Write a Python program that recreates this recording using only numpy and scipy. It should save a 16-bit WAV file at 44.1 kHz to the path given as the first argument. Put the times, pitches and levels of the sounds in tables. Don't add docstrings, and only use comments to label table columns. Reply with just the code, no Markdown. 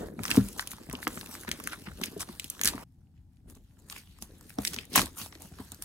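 import sys
import numpy as np
from scipy import signal
from scipy.fft import rfft, irfft
from scipy.io import wavfile
from scipy.ndimage import uniform_filter1d

SR = 44100
rng = np.random.default_rng(int(sys.argv[2]) if len(sys.argv) > 2 else 0)


def store_wav(level_fs):
    pcm = np.round(np.clip(np.atleast_2d(level_fs), -1, 1) * 32767)
    wavfile.write(sys.argv[1], SR, pcm.T.astype(np.int16))


N = 257544
SPLICE_S = 2.839


def gain_of(db):
    return 10 ** (np.asarray(db) / 20)


def evened(x):
    return x / np.sqrt(np.mean(x ** 2) + 1e-20)


def response(points, size):
    hz, db = np.transpose(points)
    bins_hz = np.fft.rfftfreq(size, 1 / SR)
    return gain_of(np.interp(np.log(bins_hz + 1), np.log(hz + 1), db, left=db[0] - 26.5, right=db[-1] - 26.5))


def noise(points):
    white = rfft(rng.standard_normal((2, N)))
    return evened(irfft(white * response(points, N), N))


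def causal(gain):
    cepstrum = irfft(np.log(gain + 1e-5 * gain.max()))
    half = len(cepstrum) // 2
    fold = np.r_[1, np.full(half - 1, 2)]
    return np.exp(rfft(cepstrum[:half] * fold, len(cepstrum)))


def add(mix, start_s, sound):
    part = mix[..., round(start_s * SR):][..., :sound.shape[-1]]
    part += sound[..., :part.shape[-1]]


# time in seconds, box hum control in dB, rustle control in dB.
HANDLING = [
    [(0.0, -36.5, -59.5), (.15, -48.5, -75.5), (.25, -43, -52.5), (.36, -41, -42), (.46, -44.5, -61),
     (.72, -58.5, -58.5), (.9, -57, -65.5), (1.08, -48.5, -59), (1.39, -53, -57.5), (1.56, -49.5, -66.5),
     (1.7, -49.5, -55), (1.84, -56.5, -62), (2.18, -50.5, -60.5), (2.4, -62.5, -60.5), (2.55, -58.5, -59),
     (2.67, -44, -54.5), (2.8, -50.5, -69.5)],
    [(2.87, -85, -87.5), (3.05, -75, -91), (3.37, -87, -93.5), (3.49, -50.5, -92), (3.55, -66.5, -85),
     (3.7, -73, -81.5), (3.85, -62, -74.5), (3.95, -56, -55), (4.05, -76, -69), (4.25, -64.5, -73.5),
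     (4.46, -57.5, -66), (4.59, -63.5, -71), (4.73, -45.5, -54.5), (4.87, -62, -73.5), (5.0, -32.5, -30.5),
     (5.1, -54, -66), (5.44, -58, -66), (5.64, -64, -60), (5.84, -58.5, -67)],
]


def handling(t):
    moments = []
    for rows in HANDLING:
        times_s, hum_db, rustle_db = np.transpose(rows)
        moments.append([np.interp(t, times_s, hum_db), np.interp(t, times_s, rustle_db)])
    return np.where(t < SPLICE_S, *moments)


def flap(hz, width):
    return [(hz / width ** 3, -24), (hz / width, -8), (hz, 0), (hz * width, -8), (hz * width ** 3, -22)]


TICKS, TICK_DB, TICK_SPREAD_DB = 120, 10.5, 2.5


def ticks():
    when, size, low, high, pitch = rng.random((TICKS, 5)).T
    start_s = when * (N / SR - .01)
    peak_db = handling(start_s)[1] + TICK_DB - TICK_SPREAD_DB * np.log(1 - size)
    return list(zip(start_s, peak_db, 12 - 24 * low, 18 * high, 900 * 3 ** pitch))


# start in seconds, mid peak in dB, flap over sheet in dB,
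# fizz over sheet in dB, flap pitch in Hz.
SNAPS = [(.1917, -28.5, 29, 1, 886), (.2344, -20.5, 4, 13.5, 1670), (.2406, -22, 11, 17, 850),
         (.2534, -20, 4, -12.5, 1120), (.261, -25, -7, 8.5, 1850), (.2805, -24, -4, -1, 1580),
         (.3041, -14, 19, 27.5, 2720), (.3132, -14.5, 8, -4, 2730), (.3216, -25.5, -6.5, 0, 2690),
         (.3634, -16.5, -13, 10, 1210), (.3704, -21, 13.5, -7, 1090), (.4867, -24.5, 4, 19, 2650),
         (.5946, -18, 4, -12.5, 1520), (.624, -33.5, -9.5, 10, 1690), (.6737, -16.5, -30, 3.5, 2690),
         (.7162, -22.5, 11, 12, 1800), (.7336, -30, 4, -5.5, 1100), (.784, -39.5, 19, -3, 890),
         (.8978, -29.5, 30, 32.5, 1820), (.912, -34, 0, -21, 1910), (.9283, -24, -3, 27, 980),
         (.9358, -35, 23, -5, 1060), (.9523, -28, 27, 1, 2800), (1.07, -14.5, 22, -24.5, 1130),
         (1.077, -13.5, 4.5, 7.5, 1220), (1.1739, -32, 40, 21.5, 1290), (1.2115, -26, 2.5, 2.3, 1570),
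         (1.2307, -38.5, 23, 6, 960), (1.2605, -27.5, 26, 31, 2650), (1.3119, -29, 9, 17.5, 1500),
         (1.3517, -28.5, 4, -3.3, 1120), (1.4797, -37, 22, 2.1, 1580), (1.4903, -22, 13, 14.5, 1650),
         (1.5149, -12.5, 0.5, 2.6, 1700), (1.6004, -28.5, 30, 23.5, 1270), (1.6388, -27, 13, 26.5, 1680),
         (1.6735, -15, 12.5, 17, 1460), (1.7321, -24.5, 31, 21, 1490), (1.8702, -32.5, 43, 6, 1350),
         (1.8857, -37, 31, -1, 1560), (1.9163, -41.5, 48, 10.5, 1460), (2.0142, -25.5, 8.5, 8, 1140),
         (2.0356, -20, 45, -7, 2540), (2.0384, -16, 6, 14.5, 2490), (2.0585, -20, -15, 22, 2690),
         (2.1776, -35, -10.5, 18.5, 1600), (2.2066, -20.5, -5, 3.5, 980), (2.2887, -37, 12, -4, 990),
         (2.3971, -18, 5.8, 6, 2670), (2.4433, -21.5, 2, 15.5, 2620), (2.5005, -16, -3.5, 29, 2690),
         (2.5937, -29.5, 5, -2.5, 1560), (2.6136, -13, 8, 10, 1710), (2.6355, -8, -14, 16.5, 2690),
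         (2.6469, -9, -6, 15.5, 1800), (2.656, -4, -29, 4, 2670), (2.667, -18, -10.5, 12, 1800),
         (2.6746, -6.5, -10, 4, 1720), (2.683, -18, -5, 8, 2680), (2.687, -13, -24, -3, 1710),
         (2.696, -21.5, -15, 4, 2650), (3.071, -66, 6.5, -13, 1500), (3.37, -60, -16, -6, 1480),
         (3.4992, -35.5, 4.5, 11, 1010), (3.5512, -45.5, -12, 13.5, 740), (3.571, -49, 16, 7, 890),
         (3.8993, -27.5, -5, 5.5, 1890), (3.9251, -29.5, 0, 0.5, 1280), (4.187, -49.5, 12, -5, 1180),
         (4.2234, -25, 5, 12, 810), (4.41, -37, 6, 9.5, 734), (4.4952, -32, 8, 21, 1970),
         (4.5861, -25, 13.5, -5, 730), (4.65, -10.5, -10, -0.5, 1870), (4.6735, -17, -26, -7, 1920),
         (4.6777, -17.5, -25, 6.5, 2720), (4.7339, -23, 2, 8, 1830), (4.743, -19, -9, 0.5, 1020),
         (4.7631, -24, -9, -9, 1060), (4.7869, -20, 3, -23, 2600), (4.8528, -36.5, -8, 24, 2780),
         (4.9004, -44, -14.5, 26, 2720), (4.939, -24, -23, -6.5, 1500), (4.9575, -3.5, 17, 22, 1110),
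         (4.9613, -2, 33.5, 37, 944), (4.978, -5, 3, -3, 1030), (5.0168, -14.5, 3, 5.5, 1090),
         (5.0582, -22.5, -24, 14.5, 1050), (5.1869, -26, -19, 15.5, 2550), (5.2161, -23, -15.5, -5, 1004),
         (5.2611, -32, 3, 0, 720), (5.325, -39, 2, -24, 1160), (5.3523, -33.5, 3, -12.5, 1830),
         (5.4205, -32.5, -5.5, 41, 1013), (5.7193, -21, -25, 15.5, 2550), (5.7455, -34.5, -17, 12, 2630),
         (5.823, -17.5, -11, 8.5, 1540)]
# frequency in Hz, level in dB per Hz.
SHEET = [(1700, -9.5), (2700, 1), (4000, 4.5), (5800, 3), (7500, -7), (10000, -2.5)]
# frequency in Hz, level in dB per Hz.
FIZZ = [(4200, -37.5), (6000, -7.5), (7500, -4.5), (9500, -3), (12000, -3), (15500, -7.5), (17500, -20.5)]
SNAP_T60_S, SNAP_PAN_DB = 0.014, 2.5


def snaps():
    size = 4096
    t, out = np.arange(size) / SR, np.zeros((2, N))
    crack = gain_of(9 - 60 * t / .002)
    rattle = gain_of(-60 * t / SNAP_T60_S)
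    scatter = gain_of(-20 - 60 * t / .06)
    shape = (1 - np.exp(-t / .00015)) * (crack + rattle + scatter)
    for start_s, peak_db, flap_db, fizz_db, flap_hz in list(SNAPS) + ticks():
        parts = np.array([response(p, size) for p in (flap(flap_hz, 1.44), SHEET, FIZZ)])
        parts /= np.linalg.norm(parts, axis=1, keepdims=True)
        colour = gain_of([flap_db, 0, fizz_db]) @ parts
        ripple = evened(uniform_filter1d(rng.standard_normal(size // 2 + 1), size=120))
        colour *= gain_of(2.2 * ripple)
        burst = irfft(rfft(shape * rng.standard_normal((2, size))) * causal(colour))
        burst *= gain_of(peak_db) / abs(burst[0]).max()
        pan = np.tanh(SNAP_PAN_DB * rng.standard_normal() * np.log(10) / 40)
        burst[1] = 1.1 * burst[1] + pan * burst[0]
        add(out, start_s, burst)
    return out


def folds(per_s, spread_db, t60_s, bed):
    happens = rng.random(N) < per_s / SR
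    size = gain_of(spread_db * np.minimum(rng.exponential(1, N), 4)) * happens
    t = np.arange(2000) / SR
    fade = (1 - np.exp(-t / 0.00044)) * gain_of(-60 * t / t60_s)
    power = signal.oaconvolve(size ** 2, fade ** 2)[:N].clip(0)
    return evened(np.hypot(evened(np.sqrt(power)), bed))


# folds per second, size spread in dB, t60 in seconds, shared exponent 0-1.
GRAIN = [(65.56, 1.0, 0.026, 0.11), (242, 11.0, 0.01, 0.32), (420, 1.4, 0.015, 0.43), (487, 6.0, 0.0086, 0.34)]


def textures():
    shared = folds(350, 6, .012, .6)
    grains = []
    for per_s, spread_db, t60_s, share in GRAIN:
        own = folds(per_s, spread_db, t60_s, 0.71)
        grains.append(evened(shared ** share * own ** (1 - share)))
    return grains


# peak time in seconds, length in seconds, level in dB,
# brightness in dB (fizz up, flap down), flap pitch in Hz.
SCRUNCHES = [(0.032, 0.026, -57.5, -16, 435), (0.067, .01, -56.5, 2, 900), (0.265, .03, -52, 3, 1070),
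             (0.313, .008, -34.5, -2.5, 1530), (.355, 0.031, -48.5, 6, 1180),
             (0.459, 0.068, -54, 6.5, 2600), (0.601, 0.018, -45, 3, 1560), (0.719, 0.01, -49.5, 10, 1700),
             (.948, 0.044, -56.5, -2.5, 980), (1.033, .012, -47.5, 5, 1750),
             (1.16, 0.044, -51.5, 6.5, 1400), (1.335, 0.037, -48.5, 2, 1080), (1.42, .019, -56, 7, 1500),
             (1.482, .0064, -45, -6.5, 1570), (1.524, .015, -52, -0.5, 1810), (1.59, 0.061, -55, 1.5, 1480),
             (1.672, .018, -54, 1.6, 1620), (1.729, 0.012, -43, -4.5, 1340),
             (1.869, .007, -56.5, -12, 1290), (2.046, 0.021, -46, -0.5, 2540),
             (2.212, .011, -38.5, 3.5, 1030), (2.327, 0.022, -57, 2, 1010), (2.452, .017, -60, 0, 2640),
             (2.515, 0.016, -55, 1.5, 2670), (2.67, .02, -32.5, 0.5, 1704), (2.819, 0.18, -52.5, -3, 929),
             (3.173, .02, -87, -9.5, 1847), (3.356, 0.06, -84, 1.5, 1580), (3.503, 0.017, -62, 4, 893),
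             (3.56, .015, -68.5, 3, 964), (3.68, 0.067, -78, -1.2, 2800), (3.796, .01, -68.5, 4, 790),
             (3.915, 0.013, -53, 5, 1250), (3.976, .021, -52, .8, 2450), (4.133, 0.088, -72, -4, 2900),
             (4.232, 0.016, -52, 4, 865), (4.369, .05, -71.5, 1.5, 877), (4.507, 0.031, -62, 6, 1850),
             (4.6, 0.019, -49.5, -4, 645), (4.666, .035, -48, 6, 1960), (4.74, .006, -43, -1.5, 2680),
             (4.801, .03, -54, -2.7, 2800), (4.939, .017, -49, 2, 1820), (4.971, 0.012, -24.5, 2.5, 1870),
             (5.02, 0.036, -45.5, -2, 1050), (5.212, .029, -43.5, 6, 1070), (5.342, 0.0214, -67, 4, 1900),
             (5.436, 0.03, -55, 4, 810), (5.608, .013, -55, -4, 950), (5.726, .008, -57.5, -3.5, 710),
             (5.832, .014, -54.5, 5.5, 1480)]
RISE_SHARE, SCRUNCH_SHEET_DB = 0.91, -4
SHEET_LEAN_DB_PER_DB = 0.55


def scrunches(texture):
    out, size = np.zeros((2, N)), 16384
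    for peak_s, length_s, db, bright_db, flap_hz in SCRUNCHES:
        at = np.clip(round(peak_s * SR) + np.arange(size) - size // 2, 0, N - 1)
        t = at / SR - peak_s
        span_s = length_s * np.where(t < 0, RISE_SHARE, 1)
        steepness = np.where(t < 0, 2.4, 1.6)
        swell = gain_of(-4 * abs(t / span_s) ** steepness)
        swell *= (at / SR < SPLICE_S) == (peak_s < SPLICE_S)
        white = rfft(rng.standard_normal((3, 2, size)))
        sheet_db = db + SCRUNCH_SHEET_DB + SHEET_LEAN_DB_PER_DB * min(bright_db, 0)
        levels_db = db - bright_db, sheet_db, db + bright_db
        for k, part in enumerate((flap(flap_hz, 1.645), SHEET, FIZZ)):
            ringing = evened(irfft(white[k] * response(part, size)))
            out[:, at] += gain_of(levels_db[k]) * swell * texture[k + 1][at] * ringing
    return out


# frequency in Hz, level in dB per Hz.
HUM = [(90, -19), (170, 1), (280, 1), (450, -6), (650, -15.5), (900, -43)]
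# frequency in Hz, level in dB per Hz.
FLAP = [(450, -12), (750, 2), (1100, 2), (1800, 1), (2400, -11.5), (3300, -17)]
# offset in dB, share of the hum control 0-1.
FOLLOW = [(0.36, 0.93), (-3, 0.3), (-1.5, .05), (3, 0.09)]


def rustle(texture):
    hum_db, rustle_db = handling(np.arange(N) / SR)
    out = np.zeros((2, N))
    for (offset_db, share), grain, part in zip(FOLLOW, texture, (HUM, FLAP, SHEET, FIZZ)):
        level_db = offset_db + share * hum_db + (1 - share) * rustle_db
        out += gain_of(level_db) * grain * noise(part)
    return out


def patchy(x, spread_db):
    z = signal.stft(x, nperseg=256)[2]
    patches = uniform_filter1d(rng.standard_normal(z.shape[1:]), size=5, axis=0)
    patches = evened(uniform_filter1d(patches, size=14, axis=1))
    power_offset_db = spread_db ** 2 * np.log(10) / 20
    return signal.istft(z * gain_of(spread_db * patches - power_offset_db), nperseg=256)[1][:, :N]


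# start in seconds, peak in dB, pitch of the squeezed box in Hz,
# hardness in dB per octave of mode ratio, floor board shake in dB.
KNOCKS = [(.028, -28.5, 430, 0, -48.5), (.194, -26.5, 233, -6.5, -47.5), (0.312, -30.5, 285.5, -7.5, -49.5),
          (.373, -4, 265.2, -0.6, -37), (.731, -39, 208, 2, -64), (0.888, -34, 156.5, 9.5, -46.5),
          (0.932, -26.5, 252, 11, -57.5), (1.068, -22.5, 302.5, 6.5, -65), (1.167, -38, 393, 9, -61),
          (1.48, -27.5, 227, 8.5, -55), (1.586, -36, 298, -1, -65), (1.873, -31, 200.8, 4, -45),
          (2.012, -29, 233.6, 10.5, -60), (2.163, -27, 409, -0.7, -51.5), (2.29, -32.5, 221, 8, -60.5),
          (2.442, -41, 294.7, -5.5, -63.5), (2.645, -31.5, 200.7, 3.5, -49),
          (2.744, -27.5, 269.4, .6, -56.5), (3.176, -54, 148.4, -7.5, -54.5),
          (3.444, -50, 145.7, -1.2, -49.5), (3.564, -44, 257, 9.5, -53.5), (4.088, -46.5, 167, -5, -58),
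          (4.22, -37.5, 210, 5, -57), (4.583, -19, 274.3, 2, -48), (4.71, -40, 171.4, -0.5, -53.5),
          (4.739, -37.5, 391, -2, -59.5), (4.767, -35.5, 225, 1.5, -62), (4.934, -37.5, 400, -9, -55),
          (4.971, -19, 253.5, -1, -40.5), (5.21, -37.5, 214.5, -6.5, -55), (5.444, -41.5, 191, 0.2, -56.5),
          (5.514, -39.5, 167.5, 8.5, -56), (5.596, -30.5, 260, 5.5, -49.5), (5.718, -40, 264.4, -4, -66)]
# pitch ratio, level in dB, t60 ratio.
BOX = [(.45, -10, 1.8), (.75, -13, 3.26), (1, 4, 0.77), (1.6, -8.5, 0.73), (2.5, -21, 0.38),
       (4.2, -25.5, 0.36)]
KNOCK_T60_S = 0.066


def knocks():
    t, out = np.arange(12000) / SR, np.zeros(N)
    for start_s, peak_db, hz, hard_db, _ in KNOCKS:
        ring = np.zeros(len(t))
        for ratio, level_db, long in BOX:
            decay = gain_of(level_db + hard_db * np.log2(ratio) - 60 * t / (KNOCK_T60_S * long))
            rise = (1 - np.exp(-t * hz * np.sqrt(ratio) / .9)) ** 2
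            ring += decay * rise * np.cos(2 * np.pi * ratio * (hz * t - 1.9))
        add(out, start_s, -gain_of(peak_db) * ring / abs(ring).max())
    return out


# frequency in Hz, level in dB per Hz.
BOARDS = [(25, -32), (40, -5), (60, -1.5), (95, -4.5), (140, -33.5)]
SHAKE_RISE_S, SHAKE_T60_S, BOARDS_OVER_HUM_DB = 0.023, 0.31, -10


def boards():
    t = np.arange(20000) / SR
    hum_db = handling(np.arange(N) / SR)[0]
    power = gain_of(hum_db + BOARDS_OVER_HUM_DB) ** 2
    shake = (1 - np.exp(-t / SHAKE_RISE_S)) * gain_of(-60 * t / SHAKE_T60_S)
    shake /= shake.max()
    for start_s, *_, shake_db in KNOCKS:
        add(power, start_s, (gain_of(shake_db) * shake) ** 2)
    return np.sqrt(power) * noise(BOARDS)


def room(x):
    t = np.arange(12000) / SR
    tail = rng.standard_normal((2, 12000)) * gain_of(-60 * t / .22) * (t > .006)
    tail /= np.linalg.norm(tail[0])
    return gain_of(-18) * signal.oaconvolve(x, tail, axes=1)[:, :x.shape[1]]


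# frequency in Hz, level in dB per Hz.
AIR = [(22, -38.5), (38, -3.5), (54, -16), (86, -5), (98, -10.5), (114, -10), (292, -22.5), (499, -56),
       (790, -39.5), (1070, -53.5), (1500, -55.5), (2900, -58.5), (15200, -58.5), (16900, -69)]
AIR_DB = -57


def air():
    return gain_of(AIR_DB) * noise(AIR)


# frequency in Hz, side over mid in dB before the path weights.
WIDTH = [(60, -16.5), (99, -18), (160, -16), (270, -17), (450, -9.5), (740, -2.5), (1220, -11.5),
         (2010, -2.5), (3330, -2.5), (5500, -2.5), (9080, -16.5), (15000, -5.5)]


def spaced_pair(mid, other):
    before = np.arange(N) < round(SPLICE_S * SR)
    lag = np.where(before, -.7, .25)
    quarter_turn, other_path = irfft(response(WIDTH, N) * rfft([mid, other]) * [[1j], [1]], N)
    side = lag * quarter_turn + 1.29 * other_path
    side += .13 * signal.lfilter(*signal.butter(1, 400, fs=SR), mid)
    return np.array([mid + side, mid - side])


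def scene():
    texture, events = textures(), snaps()
    events[0] += knocks()
    cut = round(SPLICE_S * SR)
    events = np.hstack([part + room(part) for part in (events[:, :cut], events[:, cut:])])
    plastic = patchy(rustle(texture) + scrunches(texture), 2.77)
    mid, other = events + plastic + boards() + air()
    return spaced_pair(mid, other)


DULL_HZ, EDGE_HZ = 15800, 17000


def record(dry):
    cut = signal.sosfilt(signal.butter(4, 36, "high", fs=SR, output="sos"), dry)
    shelf = signal.firwin2(511, [0, DULL_HZ, DULL_HZ + 300, SR / 2], [0.97, 0.55, 0.1, 0.1], fs=SR)
    edge = signal.firwin(511, EDGE_HZ, window=("kaiser", 9), fs=SR)
    return signal.oaconvolve(cut, np.convolve(shelf, edge)[None], "same")


dry = scene()
out = record(dry)
store_wav(out)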